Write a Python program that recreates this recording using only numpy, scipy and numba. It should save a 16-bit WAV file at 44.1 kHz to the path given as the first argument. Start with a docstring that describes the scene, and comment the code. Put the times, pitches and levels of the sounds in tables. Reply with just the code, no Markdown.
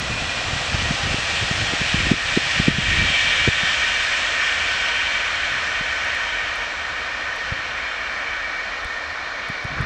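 """An electric train runs past across open fields and draws away, heard in a light breeze.
Rough rails set the wheels ringing and the drive whines, both sinking in pitch as the train recedes.
Under them the track roars and the coaches rumble; more and more air dulls the rolling noise and hiss.
Eddies thump on the microphone and the hardest duck its gain control; faint, high ticks sound close by."""
import sys
import numpy as np
from scipy import signal
from scipy.fft import rfft, irfft
from scipy.io import wavfile
from scipy.ndimage import uniform_filter1d, map_coordinates
from numba import njit

SR = 44100
rng = np.random.default_rng(int(sys.argv[2]) if len(sys.argv) > 2 else 0)


def digitize_waveform(pressure):
    """Quantize a signal to 16-bit integers and store it at the path in sys.argv[1].

    Rows of a 2-D input are taken as channels; values are limited to [-1, 1].
    """
    field = np.atleast_2d(pressure).T
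    bounded = np.clip(field, -1, 1)
    quanta = np.round(bounded * 32767).astype(np.int16)
    wavfile.write(sys.argv[1], SR, quanta)


N = 434385
TIME = np.arange(N) / SR
FREQ = np.arange(N // 2 + 1) * SR / N
SPEED_M_PER_S, TRAIN_LENGTH_M, LINE_DISTANCE_M, NEAREST_S = 40, 160, 95, 1.0
# fader for the train's hiss, which the rumble also follows: time_s, level_db
HISS_FADER = [(0, -34.5), (1.3, -32), (2.8, -31), (4.2, -31.5), (7, -40), (9.85, -43)]


def undb(db):
    """Decibels to gain."""
    return 10 ** (np.asarray(db) / 20)


def fader(points):
    """Level in dB at each sample, from (time_s, level_db) points."""
    return np.interp(TIME, *np.transpose(points))


def bump(centre_s, length_s):
    """Smooth rise and fall, above half height for length_s."""
    return .5 ** ((2 * (TIME - centre_s) / length_s) ** 2)


def colour(points):
    """EQ curve through (freq_hz, level_db) points, rolled off below 15 Hz."""
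    hz, db = np.transpose(points)
    return undb(np.interp(np.log(FREQ + 1), np.log(hz), db)) * FREQ ** 2 / (FREQ ** 2 + 15 ** 2)


def resonance(pitch_hz, width_hz):
    """EQ curve of a steep-sided resonance."""
    return 1 / (1 + ((FREQ - pitch_hz) / (0.76 * width_hz)) ** 2)


def bank(modes):
    """Joint EQ curve of (pitch_hz, width_hz, level_db) resonances."""
    return np.sqrt(sum((undb(db) * resonance(hz, width)) ** 2 for hz, width, db in modes))


def noise(eq):
    """Noise of rms 1 shaped by an EQ curve."""
    x = irfft(rfft(rng.standard_normal(N)) * eq, N)
    return x / x.std()


def wander(rate_hz):
    """Smooth random drift of rms 1 that changes about rate_hz times a second."""
    return noise(np.exp(-(FREQ / rate_hz) ** 2) * (FREQ > rate_hz / 8))


def distance(time_s):
    """Metres to the middle of the train."""
    return np.hypot(LINE_DISTANCE_M, SPEED_M_PER_S * (time_s - NEAREST_S))


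def doppler(x, true_pitch_s=5.2):
    """Pitch sinks as the leading car recedes, passing its written value at true_pitch_s."""
    along_m = SPEED_M_PER_S * (TIME - NEAREST_S) + TRAIN_LENGTH_M / 2
    receding_mach = SPEED_M_PER_S / 343 * along_m / np.hypot(along_m, LINE_DISTANCE_M)
    ratio = 1 / (1 + receding_mach)
    ratio /= np.interp(true_pitch_s, TIME, ratio)
    return map_coordinates(x, [np.cumsum(ratio)], order=3, mode="wrap")


def air(x, pivot_hz, loss_db_per_khz_m, shimmer_db):
    """Distance tilts the spectrum; turbulence makes neighbouring bands fade in and out."""
    hz, time_s, frames = signal.stft(x, SR, nperseg=1024)
    metres = distance(time_s)
    above_pivot_khz = np.minimum(hz - pivot_hz, 4000) / 1000
    tilt_db = -loss_db_per_khz_m * np.outer(above_pivot_khz, metres - np.median(metres))
    fading = rng.standard_normal(frames.shape)
    for _ in range(2):
        fading = uniform_filter1d(fading, size=14, axis=0)  # across frequency
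        fading = uniform_filter1d(fading, size=7, axis=1)  # across time
    frames *= undb(tilt_db + shimmer_db * fading / fading.std())
    return signal.istft(frames, SR)[1][:N]


@njit
def follow(x, attack, release):
    """Envelope that rises fast and falls slowly."""
    out, level = np.empty(len(x)), 0.
    for i in range(len(x)):
        level += (abs(x[i]) - level) * (attack if abs(x[i]) > level else release)
        out[i] = level
    return out


def microphone_hiss(level_db=-72):
    """A trace of the microphone's own noise."""
    # bright noise floor: freq_hz, level_db
    floor_eq = [(1000, -9), (10000, 13), (15000, -7)]
    return noise(colour(floor_eq)) * undb(level_db)


def ticks(decay_s=0.0018, faint_db=-45, faint_count=10):
    """Tiny dry ticks close to the microphone, with fainter ones at random among them."""
    # the clearest ticks, ahead of their EQ: start_s, level_db
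    cues = [(4.0352, -35), (6.0467, -37), (6.1489, -33), (6.558, -35.5), (7.3611, -33), (8.8473, -34.5),
            (9.4873, -35), (9.642, -38.5), (9.8125, -37)]
    # thin, glassy top end: freq_hz, level_db
    tick_eq = [(4000, -17), (8500, 3), (10000, -4.5), (11200, 3), (11900, -20), (15000, -36)]
    strikes = np.zeros(N)
    strikes[rng.integers(0, N, faint_count)] = undb(faint_db)
    for start_s, level_db in cues:
        strikes[int(start_s * SR)] = undb(level_db)
    decays = signal.lfilter([1], [1, -np.exp(-1 / (decay_s * SR))], strikes)
    bursts = rng.standard_normal(N) * decays
    return irfft(rfft(bursts) * colour(tick_eq), N)


def wind():
    """The breeze buffets the microphone in ragged, low gusts that carry eddies."""
    # the breeze dying down: time_s, level_db
    breeze_fader = [(0, -37), (3.4, -41), (3.9, -50), (9.85, -62.5)]
    # gusts on top of it: centre_s, length_s, level_db
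    gusts = [(0.076, 0.26, -34), (0.54, 0.1, -34), (0.837, 0.28, -32), (1.066, 0.11, -28.5),
             (1.433, 0.064, -31), (1.64, 0.12, -32.5), (2.053, 0.13, -25.5), (2.7, 0.18, -27.5),
             (2.95, 0.23, -25), (5.55, .12, -44), (7.574, .35, -51), (9.726, 0.047, -34),
             (9.82, 0.086, -29)]
    # bass-heavy buffeting: freq_hz, level_db
    buffet_eq = [(20, -5.5), (45, 2.5), (80, 4.5), (125, 3.5), (200, -7), (300, -8.5), (450, -19),
                 (800, -72)]
    gust_power = sum((undb(db) * bump(centre_s, length_s)) ** 2 for centre_s, length_s, db in gusts)
    force = np.sqrt(undb(fader(breeze_fader)) ** 2 + gust_power)
    buffeting = noise(colour(buffet_eq)) * force * undb(2 * wander(rate_hz=18))
    return buffeting + eddies(force)


def eddies(force, small_per_s=45, small_db=1, spread_db=8.5, lopsided=0.35, wake_s=0.019, wake_db=-18):
    """Each eddy thumps the microphone: a lopsided pressure peak between two opposite lobes."""
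    # the hardest eddies: centre_s, pitch_hz, level_db
    hardest = [(.485, 97, -21), (.535, 114, -17.5), (.748, 113, -11), (.911, 138, -10), (1.144, 229, -12),
               (1.427, 113, -18), (1.514, 154, -14), (1.737, 229, -11), (1.817, 176, -13),
               (1.946, 147, -8.5), (2.1173, 204, -1), (2.139, 200, -13), (2.375, 277, -4), (2.601, 150, -6),
               (2.684, 220, -2), (2.786, 153, -8.5), (3.478, 310, -7.5), (3.4864, 115, -8),
               (3.635, 130, -21), (5.812, 150, -23), (7.524, 93, -17.5), (8.856, 55, -27),
               (9.501, 146, -21), (9.653, 114, -19.5), (9.806, 100, -11.5)]
    # finer turbulence around an eddy: freq_hz, level_db
    flutter_eq = [(40, -6), (100, 0.5), (250, -3), (500, -7.5), (800, -26), (2000, -100)]
    thumps = [(centre_s, hz, undb(db)) for centre_s, hz, db in hardest]
    # small eddies ride on the force of the wind
    for when, pitch, strength in rng.random((int(small_per_s * TIME[-1]), 3)):
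        gain = force[int(when * N)] * undb(small_db + spread_db * strength)
        thumps.append((when * TIME[-1], 70 * 3.05 ** pitch, gain))
    flutter = noise(colour(flutter_eq)) * undb(wake_db)
    out = np.zeros(N)
    for centre_s, hz, gain in thumps:
        near = slice(max(int((centre_s - .04) * SR), 0), int((centre_s + .04) * SR))
        offset_s = TIME[near] - centre_s
        phase = np.pi * hz * offset_s
        pulse = (1 - 2 * phase ** 2 - 2 * lopsided * phase) * np.exp(-phase ** 2) / np.hypot(1, lopsided)
        wake = flutter[near] * np.exp(-(2 * offset_s / wake_s) ** 2)
        out[near] += gain * (pulse + wake)
    return out


def coach_rumble():
    """The coach bodies drone, fading with distance by half as many decibels as the hiss."""
    # broad low end: freq_hz, level_db
    rumble_eq = [(20, -11), (40, 5), (100, -7.5), (135, -16), (155, -11.5), (210, -8.5), (310, -16),
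                 (380, -11), (600, -60)]
    # coach body resonances: pitch_hz, width_hz, level_db
    body_modes = [(54.6, 16, 4), (76.3, 12, 5.5)]
    drone = noise(np.hypot(colour(rumble_eq), bank(body_modes)))
    return drone * undb(.5 * fader(HISS_FADER) - 25.5)


def track_roar(nearest_db=-31.5, tenfold_distance_db=-7.5):
    """The track roars under the train and fades slowly with distance."""
    # midrange roar: freq_hz, level_db
    roar_eq = [(150, -23), (290, -7.5), (380, -12.5), (490, -3), (680, 1), (790, -1.5), (860, -4.5),
               (1050, -2), (1500, -1), (3000, -55)]
    level_db = nearest_db + tenfold_distance_db * np.log10(distance(TIME) / LINE_DISTANCE_M)
    return noise(colour(roar_eq)) * undb(level_db)


def train_hiss():
    """The train's top end, a hiss that distance soon dulls."""
    # treble band: freq_hz, level_db
    hiss_eq = [(2500, -18), (3600, 4), (3920, 1), (4200, 6.5), (4550, 0), (5700, 0.5), (6800, -5.5),
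               (7700, -7.5), (8400, -14), (9200, -24.5), (10200, -31.5), (11500, -54.5), (15000, -67)]
    hiss = air(noise(colour(hiss_eq)), pivot_hz=5230, loss_db_per_khz_m=0.0139, shimmer_db=0.54)
    return hiss * undb(fader(HISS_FADER))


def drive_whine(peak_db=-33, peak_s=5.3, fade_db_per_s=2.4):
    """Many gears and motors turn at almost the same speed, so each tone is a narrow, beating band."""
    # faint motor tones of steady pitch that come and go: start_s, end_s, pitch_hz, width_hz, level_db
    motor_tones = [(.3, 2.6, 805, 8.3, -42), (2.2, 7.6, 949, 9.8, -44)]
    # the whine beams backwards along the line, so it peaks after the train has passed
    whine_db = peak_db - fade_db_per_s * np.abs(TIME - peak_s)
    out = doppler(noise(resonance(pitch_hz=1513, width_hz=20))) * undb(whine_db)
    for start_s, end_s, pitch_hz, width_hz, level_db in motor_tones:
        position = (2 * TIME - start_s - end_s) / (end_s - start_s)
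        swell = np.sqrt(np.maximum(0, 1 - position ** 2))
        out += noise(resonance(pitch_hz, width_hz)) * swell * undb(level_db)
    return out


def wheel_ring(pitch_hz, width_hz, level_db, waver_db, waver_hz):
    """One wheel mode sings out unevenly and sinks in pitch."""
    tone = doppler(noise(resonance(pitch_hz, width_hz)))
    return tone * undb(level_db + waver_db * wander(waver_hz))


def wheels():
    """Rough rails shake the wheels: broad rolling noise, a bed of resonances and two clear rings."""
    # rolling noise: freq_hz, level_db
    rolling_eq = [(700, -47.5), (950, -13), (1230, -2), (1450, -2), (1680, 3), (1950, -1.5), (2090, -1.5),
                  (2550, 0), (2780, -3), (3250, -7.5), (3900, -17.5), (5000, -26), (8000, -76)]
    # weaker resonances, the wide ones clusters from many wheels: pitch_hz, width_hz, level_db
    bed_modes = [(1850, 180, 1), (2233, 28, 6.5), (2370, 210, 3.5), (2490, 22, 0), (2828, 38, 3.5),
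                 (3087, 36, 3), (3140, 260, .5), (3565, 90, -2.5), (3780, 20, -1.5)]
    # the discs radiate sideways, so the bed shows most as the tail swings away: time_s, level_db
    beam_fader = [(0, -13), (2.4, -8), (3.3, 0.5), (4.3, -2.5), (9.85, 8)]
    # wheel modes flare up: centre_s, length_s, lower_ring_db, upper_ring_db, bed_db
    flares = [(.25, 0.65, -0.5, 5.5, 0), (3.28, 0.73, 0, 8.5, 0), (5.1, 0.49, -3, 1.5, 1),
              (6.3, 0.45, 2, 0, 3), (7.3, 0.52, 5.5, -5, 0), (7.952, .3, -4, -2, 2.5),
              (8.53, .22, 4, 9.5, 0), (8.953, .25, 7, 1.5, 0), (9.55, 0.27, -6, 5, 1.5)]
    # all the wheel sound, loudest as the tail goes by: time_s, level_db
    wheel_fader = [(0, -30.5), (1.1, -26.5), (2.6, -22.5), (3.35, -20.5), (3.8, -22), (5.15, -23), (7, -29),
                   (8.35, -28), (8.85, -31), (9.85, -31.5)]
    lower_db, upper_db, bed_db = sum(np.outer(boosts_db, bump(centre_s, length_s))
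                                     for centre_s, length_s, *boosts_db in flares)
    bed_mix = undb(fader(beam_fader) - 1)
    broad = noise(colour(rolling_eq))
    bed = noise(bank(bed_modes)) * undb(bed_db)
    rolling = (broad + bed_mix * bed) / np.hypot(1, bed_mix)  # equal-power blend
    rolling = air(doppler(rolling), pivot_hz=2200, loss_db_per_khz_m=0.0557, shimmer_db=0.6)
    # ring levels are relative to the rolling noise
    lower = wheel_ring(pitch_hz=1836, width_hz=80, level_db=lower_db - 7.5, waver_db=1.0, waver_hz=11)
    upper = wheel_ring(pitch_hz=2309, width_hz=21, level_db=upper_db - 12.5, waver_db=1.94, waver_hz=14)
    return (rolling + lower + upper) * undb(fader(wheel_fader))


def scene():
    """Train, wind and ticks at one microphone, the same in both channels."""
    noise_floor = microphone_hiss()
    train = track_roar() + coach_rumble() + train_hiss() + wheels() + drive_whine()
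    mono = noise_floor + train + wind() + ticks()
    return np.array([mono, mono])


def record(dry, attack_s=0.0014, release_s=0.36, threshold_db=-9.5, lag_s=0.012, top_hz=15400):
    """Gain control ducks after the hardest thumps; peaks clip and the top is cut."""
    envelope = follow(dry[0], 1 / (attack_s * SR), 1 / (release_s * SR))
    duck = 1 - np.minimum(1, undb(threshold_db) / (envelope + 1e-9))
    # the gain comes down too slowly to catch the thump itself
    gain = 1 - signal.lfilter([1], [1, -np.exp(-1 / (lag_s * SR))], duck) / (lag_s * SR)
    high_cut = signal.ellip(8, .2, 70, top_hz, fs=SR, output="sos")
    return signal.sosfilt(high_cut, np.clip(dry * gain, -1, 1))


dry = scene()
out = record(dry)
digitize_waveform(out)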